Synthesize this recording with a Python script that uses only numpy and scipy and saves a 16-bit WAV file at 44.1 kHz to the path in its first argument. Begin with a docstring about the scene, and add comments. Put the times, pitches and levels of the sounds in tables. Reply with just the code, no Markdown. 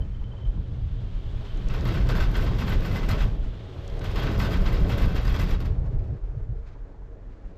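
"""A deep rumble of wind and cabin body, with a fitting squeaking over it: a cable-car ride, heard
from a small microphone at the window. Two pylons pass in a row. The rope hisses on their wheels as
they come near, then the grip jolts over each wheel and loose steel parts knock and rattle.
Floor and panels boom, the rope hums, the cabin knocks softly, and the ride ends nearly quiet."""
import sys
import numpy as np
from scipy import signal
from scipy.fft import rfft, irfft
from scipy.io import wavfile
from scipy.ndimage import uniform_filter1d

SR = 44100
rng = np.random.default_rng(int(sys.argv[2]) if len(sys.argv) > 2 else 0)


def master_out(mix):
    """Clip the mix to full scale and print it as 16-bit PCM to the path in sys.argv[1]."""
    frames = np.transpose(np.atleast_2d(mix))
    ceiling = np.clip(frames, -1, 1)
    pcm = np.round(ceiling * 32767).astype(np.int16)
    wavfile.write(sys.argv[1], SR, pcm)


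N = 334166

# The grip on a pylon's wheels. Each row: start and end in seconds, clatter and specks in dB.
PYLONS = [(1.72, 3.255, -46, -70.5), (4.065, 5.55, -43.5, -66)]
# The grip jolts on a wheel. Each row: start in seconds, clatter and specks in dB, length in seconds.
JOLTS = [(1.697, -43, -73, 0.026), (1.734, -39.5, -66, 0.022), (1.85, -39.5, -63, 0.1),
         (1.937, -38.5, -63, 0.049), (2.002, -43, -76, 0.017), (2.087, -33, -56, 0.037),
         (2.148, -36.5, -55.5, 0.048), (2.197, -35.5, -56, 0.054), (2.339, -36, -57, 0.062),
         (2.405, -41, -61, 0.078), (2.46, -38.5, -73, 0.018), (2.54, -44.5, -70, 0.016),
         (2.583, -35.5, -55, 0.053), (2.669, -36.5, -55, 0.05), (2.714, -35, -58, 0.023),
         (2.817, -43, -64, .01), (2.845, -37.5, -56, 0.028), (2.916, -44.5, -58, 0.041),
         (2.946, -39, -61.5, 0.053), (3.029, -44, -63, 0.013), (3.084, -34, -55, 0.062),
         (3.174, -39, -67, 0.022), (3.201, -38, -62, 0.038), (4.008, -43, -70, .012),
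         (4.038, -40.5, -62, 0.027), (4.154, -36, -58, 0.056), (4.217, -37, -60, 0.072),
         (4.272, -42, -69, 0.1), (4.389, -33.5, -52, 0.097), (4.504, -36, -55.5, 0.063),
         (4.63, -56, -72, .02), (4.655, -34.5, -59, 0.025), (4.722, -39.5, -60, 0.069),
         (4.892, -36.5, -56.5, 0.054), (4.974, -38.5, -55, 0.084), (5.017, -38, -60, 0.031),
         (5.09, -52, -82, 0.018), (5.15, -37, -60, 0.045), (5.246, -40.5, -61, 0.038),
         (5.275, -40, -60, 0.051), (5.341, -37.5, -57, 0.034), (5.387, -37, -53.5, 0.059),
         (5.484, -41, -64, 0.08), (5.601, -42.5, -62, .01), (5.647, -43.5, -68, 0.019)]
# Hard blows on grip and hanger. Each row: start in seconds, level in dB, brightness in dB per octave.
BLOWS = [(1.698, -36, -2), (1.711, -35, -8), (1.7444, -37, 0.5), (1.8526, -32, 2), (1.8874, -28, 1.5),
         (1.9694, -32.5, -5), (2.0097, -37, -1), (2.0903, -35, 2), (2.148, -28, -7), (2.204, -36.5, 6),
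         (2.354, -30, 2), (2.467, -30, -4), (2.5308, -33, -4), (2.586, -38, 0.5), (2.6204, -30, -3),
         (2.6788, -26.5, -1), (2.7214, -35, 0.5), (2.8479, -33, 0.5), (2.9118, -28.5, -1.5),
         (2.9583, -30, 1), (3.03, -30.5, -1), (3.0877, -36, 6), (3.1094, -31.5, -1), (3.2046, -28, 1),
         (4.013, -40, -2), (4.042, -41, 3), (4.1579, -34, 4.5), (4.2208, -31, 0), (4.273, -29, -5),
         (4.3987, -26, 1.5), (4.4236, -29, 3), (4.5186, -29, 0.5), (4.5374, -27, -2), (4.6605, -29, 0.5),
         (4.7212, -31, -8), (4.7498, -37, -3), (4.8466, -40, 0.5), (4.8947, -35, -1), (4.9203, -28.5, 0.5),
         (4.9803, -33, 4), (5.0299, -37, 0.5), (5.1589, -33, 1), (5.251, -35, 0.5), (5.2773, -29, 2),
         (5.3413, -32, 2), (5.3964, -34, 8), (5.4874, -37.5, -1), (5.5074, -35.5, 6), (5.6027, -49, -2),
         (5.6533, -40, 0.5)]
# Metal ticks on metal. Each row: start in seconds, peak in dB, pitch in Hz.
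TICKS = [(1.5736, -45, 5000), (1.686, -37, 5600), (1.7397, -44, 5000), (1.8092, -37, 4000),
         (1.925, -40, 4500), (2.071, -39, 4800), (2.0895, -31.5, 4000), (2.3156, -38, 3700),
         (2.424, -43, 5500), (2.5707, -43, 5000), (2.807, -36, 3940), (3.1145, -23, 3270),
         (3.878, -39.5, 5140), (3.9, -40, 3400), (3.9694, -56, 9000), (3.9933, -39, 5500),
         (4.044, -42, 6500), (4.116, -40, 4970), (4.379, -35, 4300), (4.3963, -38, 3500),
         (4.6173, -38, 4800), (4.9598, -42, 3500), (5.2782, -33, 3400), (5.6050, -40, 4300),
         (5.6526, -50, 3300)]
# Rope on the wheels, louder close to a pylon. Each row: time in seconds, hiss and breathy band in dB.
WHEELS = [(0, -59, -72), (.9, -60, -61), (1.5, -51.5, -55.5), (3.2, -46, -56), (3.4, -54.5, -60),
          (3.65, -55, -57.5), (3.95, -49.5, -57), (5.5, -51, -66), (5.75, -58, -82), (6.12, -61, -93),
          (6.2, -65, -96), (6.6, -68, -88), (7.1, -71.5, -89), (7.35, -64.5, -84), (7.58, -67, -90)]
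# How hard the cabin shakes. Each row: time in seconds, then rumble, thud, boom, panels and hum in dB.
RIDE = [(0, -14.5, -31, -35.5, -42.5, -45), (.08, -35, -39, -45.5, -57, -56.5),
        (.45, -33.5, -36, -46, -50, -57), (1.0, -28, -31.5, -44, -56, -55),
        (1.4, -30.5, -35, -47.5, -48.5, -62), (1.65, -24.5, -32.5, -41, -43, -52),
        (1.82, -28, -26, -35, -37.5, -46), (2.2, -20.5, -24, -32.5, -36.5, -51.5),
        (3.25, -27, -33, -32.5, -38, -49.5), (3.4, -20.5, -37.5, -40, -45, -54),
        (3.5, -28.5, -33.5, -43, -49, -55), (3.7, -42, -35, -53, -48, -52),
        (3.97, -29, -38, -46, -46, -44.5), (4.12, -26, -25, -34, -36, -48.5),
        (4.5, -24, -26.5, -29, -37, -44.5), (5.0, -22.5, -29, -33.5, -36.5, -40),
        (5.5, -23.5, -24.5, -32.5, -39, -55), (6.12, -29.5, -30, -52.5, -47.5, -48),
        (6.2, -31.5, -38, -61.5, -50, -63.5), (6.52, -29.5, -36, -53, -52, -52.5),
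        (6.7, -35.5, -42.5, -57, -55.5, -63.5), (7.2, -35.5, -53, -59, -53.5, -54.5),
        (7.5, -42, -57, -51.5, -54.5, -56), (7.58, -53, -53, -66, -57, -53)]
# Thumps through the floor. Each row: time in seconds, thud and boom in dB.
THUMPS = [(0.442, -27.5, -56), (.58, -27.5, -36), (0.859, -27, -42), (1.39, -30.5, -42.5), (1.9, -25, -46),
          (2.17, -40, -29), (2.5, -28, -49), (2.64, -32, -25), (2.76, -20.5, -49), (3.132, -18, -29),
          (3.27, -22, -43), (3.8, -31, -61), (4.3, -44, -31), (4.41, -37, -39), (4.68, -36, -46),
          (4.81, -43, -31), (4.94, -20, -31), (5.049, -22, -25), (5.43, -25.5, -29), (5.63, -33, -37),
          (5.94, -27, -35.5), (6.121, -24.5, -38.5), (6.37, -27, -65), (6.51, -27.5, -64), (7.28, -62, -47)]
# Rope strands on the wheels. Each row: time in seconds, rate in Hz, brightness in dB per harmonic.
STRANDS = [(0, 92.27, 0), (3.4, 92.8, 0), (3.9, 93.36, .5), (5.6, 93.26, 0), (6.3, 91.78, 0),
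           (7.58, 91.54, 0)]
# The rope's hum. Each row: multiple of the strand rate, level in dB.
HUM_HARMONICS = [(1, 6.5), (2, -1), (3, -5), (4, -4), (5, -2), (6, -5), (7, -9.5), (8, -17.5), (9, -18.5)]
# Soft scuffs in the cabin. Each row: time in seconds, level in dB, length in seconds.
SCUFFS = [(6.0, -60, 0.015), (6.68, -55, 0.032), (6.735, -61.5, 0.033), (7.33, -64, 0.027)]

# Single events. Each row: time in seconds, level in dB.
LOUD_SPECKS = [(1.74, -41), (1.8447, -45), (1.853, -41), (1.8706, -46), (1.8806, -41), (1.9155, -49),
               (2.0887, -38), (2.1166, -48), (2.1495, -49), (2.175, -45), (2.1804, -44), (2.1894, -44),
               (2.2254, -48), (2.3136, -45), (2.3406, -45), (2.3694, -42), (2.4034, -48), (2.4354, -40),
               (2.587, -47), (2.6155, -45), (2.6678, -44), (2.6948, -37), (2.7342, -41), (2.807, -45),
               (2.8379, -48), (2.8534, -45), (2.8614, -41), (2.9108, -46), (2.9277, -45), (2.9602, -42),
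               (3.0869, -43), (3.11, -36), (3.1931, -46), (3.243, -44), (4.0422, -42), (4.1589, -39),
               (4.2368, -38), (4.2727, -45), (4.3874, -40), (4.3969, -35), (4.4223, -39), (4.4712, -50),
               (4.5004, -47), (4.5106, -46), (4.5326, -42), (4.6513, -46), (4.6794, -50), (4.7366, -45),
               (4.8324, -52), (4.8948, -46), (4.9207, -47), (4.9766, -38), (5.0005, -44), (5.0285, -39),
               (5.0883, -52), (5.1497, -45), (5.2709, -48), (5.3283, -44), (5.3527, -51), (5.3946, -42),
               (5.4186, -36), (5.5064, -38), (5.6027, -50), (5.6516, -55)]  # the smallest loose parts touch
HEAVES = [(.21, -20.5), (0.499, -19), (.6, -33.5), (.93, -41), (1.26, -44), (1.37, -24), (1.67, -19),
          (2.02, -15), (2.24, -24), (2.509, -13), (2.76, -14), (3.04, -14.5), (3.23, -12), (3.35, -29),
          (3.93, -33), (4.31, -17), (4.72, -42), (4.82, -13.5), (5.05, -32), (5.32, -18), (5.53, -18),
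          (5.97, -16), (6.5, -23), (7.47, -34.5)]  # the deep rumble swells
SLIPS = [(0.0044, -54), (.016, -45.5), (0.0328, -62), (.047, -66), (0.1116, -54), (0.1466, -51),
         (0.191, -49.5), (0.2409, -45), (.264, -60), (0.2793, -59), (.294, -61), (0.3142, -46.5),
         (0.3244, -57), (0.3656, -50), (0.3764, -56), (0.3995, -59), (.408, -57), (0.417, -54), (.432, -56),
         (.441, -55), (0.4504, -49.5), (.461, -58), (0.4714, -56), (0.4938, -54), (0.5282, -62),
         (0.5494, -63), (1.4641, -47), (1.4794, -55), (1.5, -44), (1.5194, -59)]  # the fitting slips
KNOCKS = [(.216, -49), (.298, -61), (.335, -46.5), (.575, -49), (6.755, -48), (6.945, -52), (7.02, -49)]  # hollow knocks in the cabin

# Ringing modes. Each row: pitch in Hz, width in Hz, gain in dB.
STEEL_MODES = [(1100, 70, 2.5), (1300, 50, 3), (1532, 55, 8), (1840, 35, 3), (2029, 18, 6), (2156, 45, 2),
               (2320, 45, 2), (2613, 55, 5.5), (2817, 40, 3), (3260, 80, 5), (3580, 60, 3), (3845, 60, 3),
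               (4290, 50, 3), (4471, 60, 3), (4896, 50, 4), (5075, 50, 4), (5550, 45, 5), (5990, 50, 4),
               (6360, 50, 4), (7110, 45, 6), (7609, 35, 5)]  # grip and hanger
CABIN_MODES = [(325, 31, 0.5), (412, 23, 5.5), (622, 24, 2.5), (815, 12, 7), (1075, 15, 7)]  # panels and cabin air
KNOCK_MODES = [(844, 38, 0.73), (970, 38, -1.7)]
# The fitting's modes. Each row: pitch in Hz, level in dB, seconds to die by 60 dB.
SQUEAK_MODES = [(3075, 0, .05), (3130, 1, 0.03)]

# Each sound's tone colour at the microphone. Each row: frequency in Hz, spectral density in dB.
CLATTER_SPECTRUM = [(250, -14), (450, 6.5), (750, 3), (1100, 5), (1500, 1.5), (2200, -2), (2600, -2.5),
                    (3300, -3.5), (5000, -10), (7000, -22), (10000, -39), (16000, -59)]
GRIT_SPECTRUM = [(4000, -27), (7000, -3), (8500, -8.5), (10000, -12.5), (11300, -13), (12200, -1),
                 (13200, -5.5), (14500, -8), (16000, -24)]
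HISS_SPECTRUM = [(500, -6.5), (900, 0), (1500, -2), (2400, -6), (3300, -11.5), (4500, -14), (7000, -23),
                 (10000, -36.5), (15500, -69)]
SIZZLE_SPECTRUM = [(5000, -45.5), (9000, -17.5), (10500, -12.5), (12400, 0), (14000, -11.5), (16000, -21.5)]
WIND_SPECTRUM = [(8, -26), (15, 3.5), (24, 6.5), (33, 10), (42, 12), (52, 1), (62, -1), (90, -19.5),
                 (150, -25), (600, -120)]
THUD_SPECTRUM = [(40, -17), (65, 2.5), (90, -2), (125, 0), (150, -16.5), (200, -33), (500, -63.5),
                 (1500, -120)]
BOOM_SPECTRUM = [(100, -31), (150, 1), (185, 0.5), (230, -7.5), (320, -14), (1000, -120)]
PANEL_SPECTRUM = [(150, -39), (260, -2), (350, -3), (480, -5.5), (650, -9), (800, -15), (1500, -25.5),
                  (3000, -66.5), (8000, -120)]
SCUFF_SPECTRUM = [(400, -15), (850, -2.5), (1500, -3), (1900, -9), (2300, -4), (2800, -13), (4600, -16),
                  (7000, -26), (12000, -54)]
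AIR_SPECTRUM = [(300, -5), (700, -6), (1100, -4), (1700, -5.5), (2600, -18.5), (4500, -27), (7000, -26.5),
                (9000, -43.5), (15500, -63)]

THUMP_S = 0.047


def rattle():
    """Dense impacts ring in grip and hanger; small knocks ping one mode each, hard blows ring all."""
    force = shaking(column=1, hold_share=0.8, t60=0.19)
    impacts = from_db(-2.5) * rng.standard_normal(N) + from_db(-7) * contacts(per_s=600, spread_db=0.7)
    steel = ringing(force * from_db(0.4 * drift(55)) * impacts, STEEL_MODES, wander_db=4.5)
    for hz, width, lift_db in STEEL_MODES:
        ping_gain = from_db(lift_db - 26) * np.sqrt(SR / width / len(STEEL_MODES))
        steel += ping_gain * resonance(force * contacts(per_s=90, spread_db=2.4), hz, 3.1 * width)
    return colour(steel + blows(), CLATTER_SPECTRUM)


def shaking(column, hold_share, t60):
    """The grip shakes on the wheels, harder at each jolt. 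Column 1 gives clatter, column 2 specks."""
    t = np.arange(N) / SR
    roll_on_s, roll_off_s, rise_s = 0.05, 0.011, 0.0025
    rolling, jolt_power = np.zeros((2, N))
    for start, end, *levels_db in PYLONS:
        ramp = np.minimum((t - start) / roll_on_s, (end - t) / roll_off_s) + 1
        rolling += from_db(levels_db[column - 1]) * np.clip(ramp, 0, 1)
    for start, *levels_db, length_s in JOLTS:
        age = np.maximum(t - start, 0)
        rise = 1 - np.exp(-age / rise_s)
        decay = from_db(-60 * np.maximum(age - hold_share * length_s, 0) / t60)
        jolt_power += (from_db(levels_db[column - 1]) * rise * decay) ** 2
    return np.sqrt(rolling ** 2 + jolt_power)


def blows():
    """A crack, then every mode of the steel rings with a strength and a slight detuning of its own."""
    mode_db, spread_db, crack_db, rise_s, detune = -22, 5, -5, 0.0008, 0.01
    out, t = np.zeros(N + 4096), np.arange(4096) / SR
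    hz, width, lift_db = np.transpose(STEEL_MODES)[:, :, None]
    envelopes = np.exp(-np.pi * width * t) * (1 - np.exp(-t / rise_s))
    for start, db, bright_db in BLOWS:
        strength, shift = rng.standard_normal((2, len(STEEL_MODES), 1))
        tilt_db = bright_db * np.log2(hz / hz[2])
        gains = from_db(db + mode_db + lift_db + spread_db * strength + tilt_db)
        tones = np.sin(2 * np.pi * hz * (1 + detune * shift) * t)
        at = int(start * SR)
        out[at:at + len(t)] += np.sum(gains * envelopes * tones, axis=0)
    return out[:N] + from_db(crack_db) * clicks(np.array(BLOWS)[:, :2])


def specks():
    """The smallest parts touch seldom: bright grit under each jolt, and separate specks above it."""
    thrown = shaking(column=2, hold_share=0.62, t60=0.14)
    grit = colour(thrown * from_db(3.15 * drift(40) + 0.5) * rng.standard_normal(N), GRIT_SPECTRUM)
    speck = signal.unit_impulse(256)
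    for _ in range(3):
        speck = resonance(speck, hz=12360, width_hz=1900)
    touches = thrown * from_db(-15.5) * contacts(per_s=300, spread_db=5.9) + clicks(LOUD_SPECKS)
    return grit + np.convolve(touches, speck / np.abs(speck).max())[:N]


def ticks():
    """Metal ticks on metal: each a thin, sharp spray of noise in a broad band around its own pitch."""
    out, t = np.zeros(N + 1024), np.arange(1024) / SR
    t60 = 0.011
    for start, db, hz in TICKS:
        burst = from_db(-60 * t / t60) * rng.standard_normal(len(t))
        spray = steep_band(burst, hz, width_hz=0.6 * hz)
        at = int(start * SR)
        out[at:at + len(t)] += from_db(db) * spray / np.abs(spray).max()
    return out[:N]


def wheels():
    """The rope hisses on the wheels; the top end carries only a short way, so it grows faster close up."""
    near_db, breathy_db = in_time(WHEELS)
    noise = rng.standard_normal((3, N))
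    hiss = from_db(near_db + 1.5 * drift(25)) * colour(noise[0], HISS_SPECTRUM)
    sizzle = from_db(-84 + 1.74 * (near_db + 54.5)) * colour(noise[1], SIZZLE_SPECTRUM)
    breath = from_db(breathy_db) * rms_one(steep_band(noise[2], hz=3160, width_hz=1300))
    return hiss + sizzle + breath


def rumble():
    """Wind and the swaying body rumble deep down; thumps come up through the floor."""
    deep_db, thud_db = in_time(RIDE)[:2]
    noise = rng.standard_normal((2, N))
    deep_gain = bumps(deep_db + 3.5 * drift(7.8), HEAVES, length_s=0.041)
    thud_gain = bumps(thud_db + 2.4 * drift(3.06), np.array(THUMPS)[:, :2], THUMP_S)
    deep = evened(colour(noise[0], WIND_SPECTRUM), window_s=0.16)
    thud = evened(colour(noise[1], THUD_SPECTRUM), window_s=0.051)
    return deep_gain * deep + thud_gain * thud


def cabin():
    """Around the microphone the floor booms with the thumps and the shaken panels drone."""
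    boom_db, panel_db = in_time(RIDE)[2:4]
    noise = rng.standard_normal((2, N))
    boom = bumps(boom_db, np.array(THUMPS)[:, [0, 2]], THUMP_S) * colour(noise[0], BOOM_SPECTRUM)
    panel_gain = from_db(panel_db + 2 * drift(31))
    panels = ringing(colour(noise[1], PANEL_SPECTRUM), CABIN_MODES, wander_db=-0.5)
    return boom + panel_gain * rms_one(panels)


def rope_hum():
    """Strands running on the wheels hum at multiples of their rate, wavering in strength and phase."""
    waver_db, waver_rad = 3, 1.2
    gain = from_db(in_time(RIDE)[4] + 1.5 * drift(3))
    rate_hz, bright_db = in_time(STRANDS)
    phase = 2 * np.pi * np.cumsum(rate_hz) / SR
    hum = np.zeros(N)
    for k, db in HUM_HARMONICS:
        strength = from_db(db + bright_db * k + waver_db * drift(5.5))
        hum += strength * np.sin(k * phase + waver_rad * drift(7.9))
    return gain * hum


def squeak():
    """Each slip of the fitting is a soft push, a few ms long, that rings two close modes."""
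    t = np.arange(N) / SR
    soft = np.exp(-1 / (0.0012 * SR))
    push = signal.lfilter([(1 - soft) ** 2], [1, -2 * soft, soft ** 2], clicks(SLIPS))
    out = np.zeros(N)
    for hz, db, t60 in SQUEAK_MODES:
        envelope = signal.lfilter([1], [1, -from_db(-60 / (t60 * SR))], push)
        phase = 2 * np.pi * hz * t + 0.62 * drift(21)  # the pitch wavers
        out += from_db(db) * envelope * np.sin(phase)
    return out


def knocks():
    """Small hollow knocks in the cabin: a softened click rings two dull modes."""
    out = np.zeros(N)
    for hz, width, db in KNOCK_MODES:
        softened = resonance(clicks(KNOCKS), hz, width_hz=900)
        out += from_db(db) * SR / (2 * np.pi * width) * resonance(softened, hz, width)
    return out


def scuffs():
    """Soft scuffs in the cabin, late in the ride: short dull puffs of noise."""
    t = np.arange(N) / SR
    puffs = sum(from_db(db) * np.exp(-0.5 * ((t - s) / (length / 2)) ** 2) for s, db, length in SCUFFS)
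    return puffs * colour(rng.standard_normal(N), SCUFF_SPECTRUM)


def air():
    """A faint, wavering bed of air at the window."""
    return from_db(-63.5 + 1.4 * drift(11)) * colour(rng.standard_normal(N), AIR_SPECTRUM)


def from_db(db):
    """Decibels to gain."""
    return 10 ** (np.asarray(db) / 20)


def rms_one(x):
    """Scale to rms 1."""
    return x / np.sqrt(np.mean(x ** 2) + 1e-30)


def in_time(rows):
    """The columns of a timed table, interpolated to every sample."""
    seconds, *columns = np.transpose(rows)
    return [np.interp(np.arange(N) / SR, seconds, column) for column in columns]


def drift(rate_hz):
    """Smooth random wander of rms 1."""
    pole = np.exp(-80 * np.pi * rate_hz / SR)  # one step every 40 samples
    slow = signal.lfilter([1], [1, -2 * pole, pole * pole], rng.standard_normal(N // 40 + 2002))[2000:]
    return np.interp(np.arange(N) / 40, np.arange(len(slow)), rms_one(slow))


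def bumps(base_db, rows, length_s):
    """A gain curve: the base level with a smooth swell added in power at each (seconds, dB) row."""
    t = np.arange(N) / SR
    swells = sum(from_db(db) ** 2 * np.exp(-((t - s) / (length_s / 2)) ** 2) for s, db in rows)
    return np.sqrt(from_db(base_db) ** 2 + swells)


def clicks(rows):
    """One impulse for each (seconds, dB) row."""
    out = np.zeros(N)
    for start, db in rows:
        out[int(start * SR)] = from_db(db)
    return out


def contacts(per_s, spread_db):
    """Random small impacts of uneven size, at rms 1."""
    sizes = from_db(spread_db * np.minimum(rng.exponential(1, N), 3))
    signs = rng.choice([-1, 1], N)
    return rms_one(sizes * signs * (rng.random(N) < per_s / SR))


def colour(x, spectrum):
    """Minimum-phase filter with the given spectrum and unit power gain."""
    hz, db = np.transpose(spectrum)
    grid_hz = np.maximum(np.arange(8193) * SR / 16384, 1)
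    cepstrum = irfft(np.interp(np.log(grid_hz), np.log(hz), db) * np.log(10) / 20)
    cepstrum[1:8192] *= 2  # folding the cepstrum makes the filter causal
    cepstrum[8193:] = 0
    response = irfft(np.exp(rfft(cepstrum)))
    return signal.fftconvolve(x, response / np.sqrt(np.sum(response ** 2)))[:N]


def resonance(x, hz, width_hz):
    """Band-pass with gain 1 at its peak."""
    r = np.exp(-np.pi * width_hz / SR)
    feedback = [1, -2 * r * np.cos(2 * np.pi * hz / SR), r * r]
    return signal.lfilter([(1 - r * r) / 2, 0, (r * r - 1) / 2], feedback, x + 1e-18)


def steep_band(x, hz, width_hz):
    """The same resonance twice, for steeper flanks."""
    return resonance(resonance(x, hz, width_hz), hz, width_hz)


def ringing(x, modes, wander_db):
    """Lift modes out of a broad sound; how hard each one is driven wanders."""
    return x + sum((from_db(lift_db) - 1) * resonance(x * from_db(wander_db * drift(10)), hz, width)
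                   for hz, width, lift_db in modes)


def evened(x, window_s):
    """Take part of the chance swells out of a narrow noise; the result has rms 1."""
    local_level = np.sqrt(uniform_filter1d(x ** 2, int(window_s * SR)) + 0.035)
    return rms_one(x / local_level ** 0.9)


def scene():
    """Everything that reaches the window, in mono."""
    ride = air() + rumble() + cabin() + rope_hum() + wheels()
    loose_steel = rattle() + specks() + ticks()
    return (ride + loose_steel + squeak() + scuffs() + knocks())[None]


def record(dry):
    """The small microphone: peaks are rounded and the very top is cut."""
    cutoff_hz = 15920
    rounded = 0.52 * np.tanh(dry / 0.67)
    return signal.sosfilt(signal.cheby2(24, 60, cutoff_hz, fs=SR, output="sos"), rounded)


dry = scene()
out = record(dry)
master_out(out)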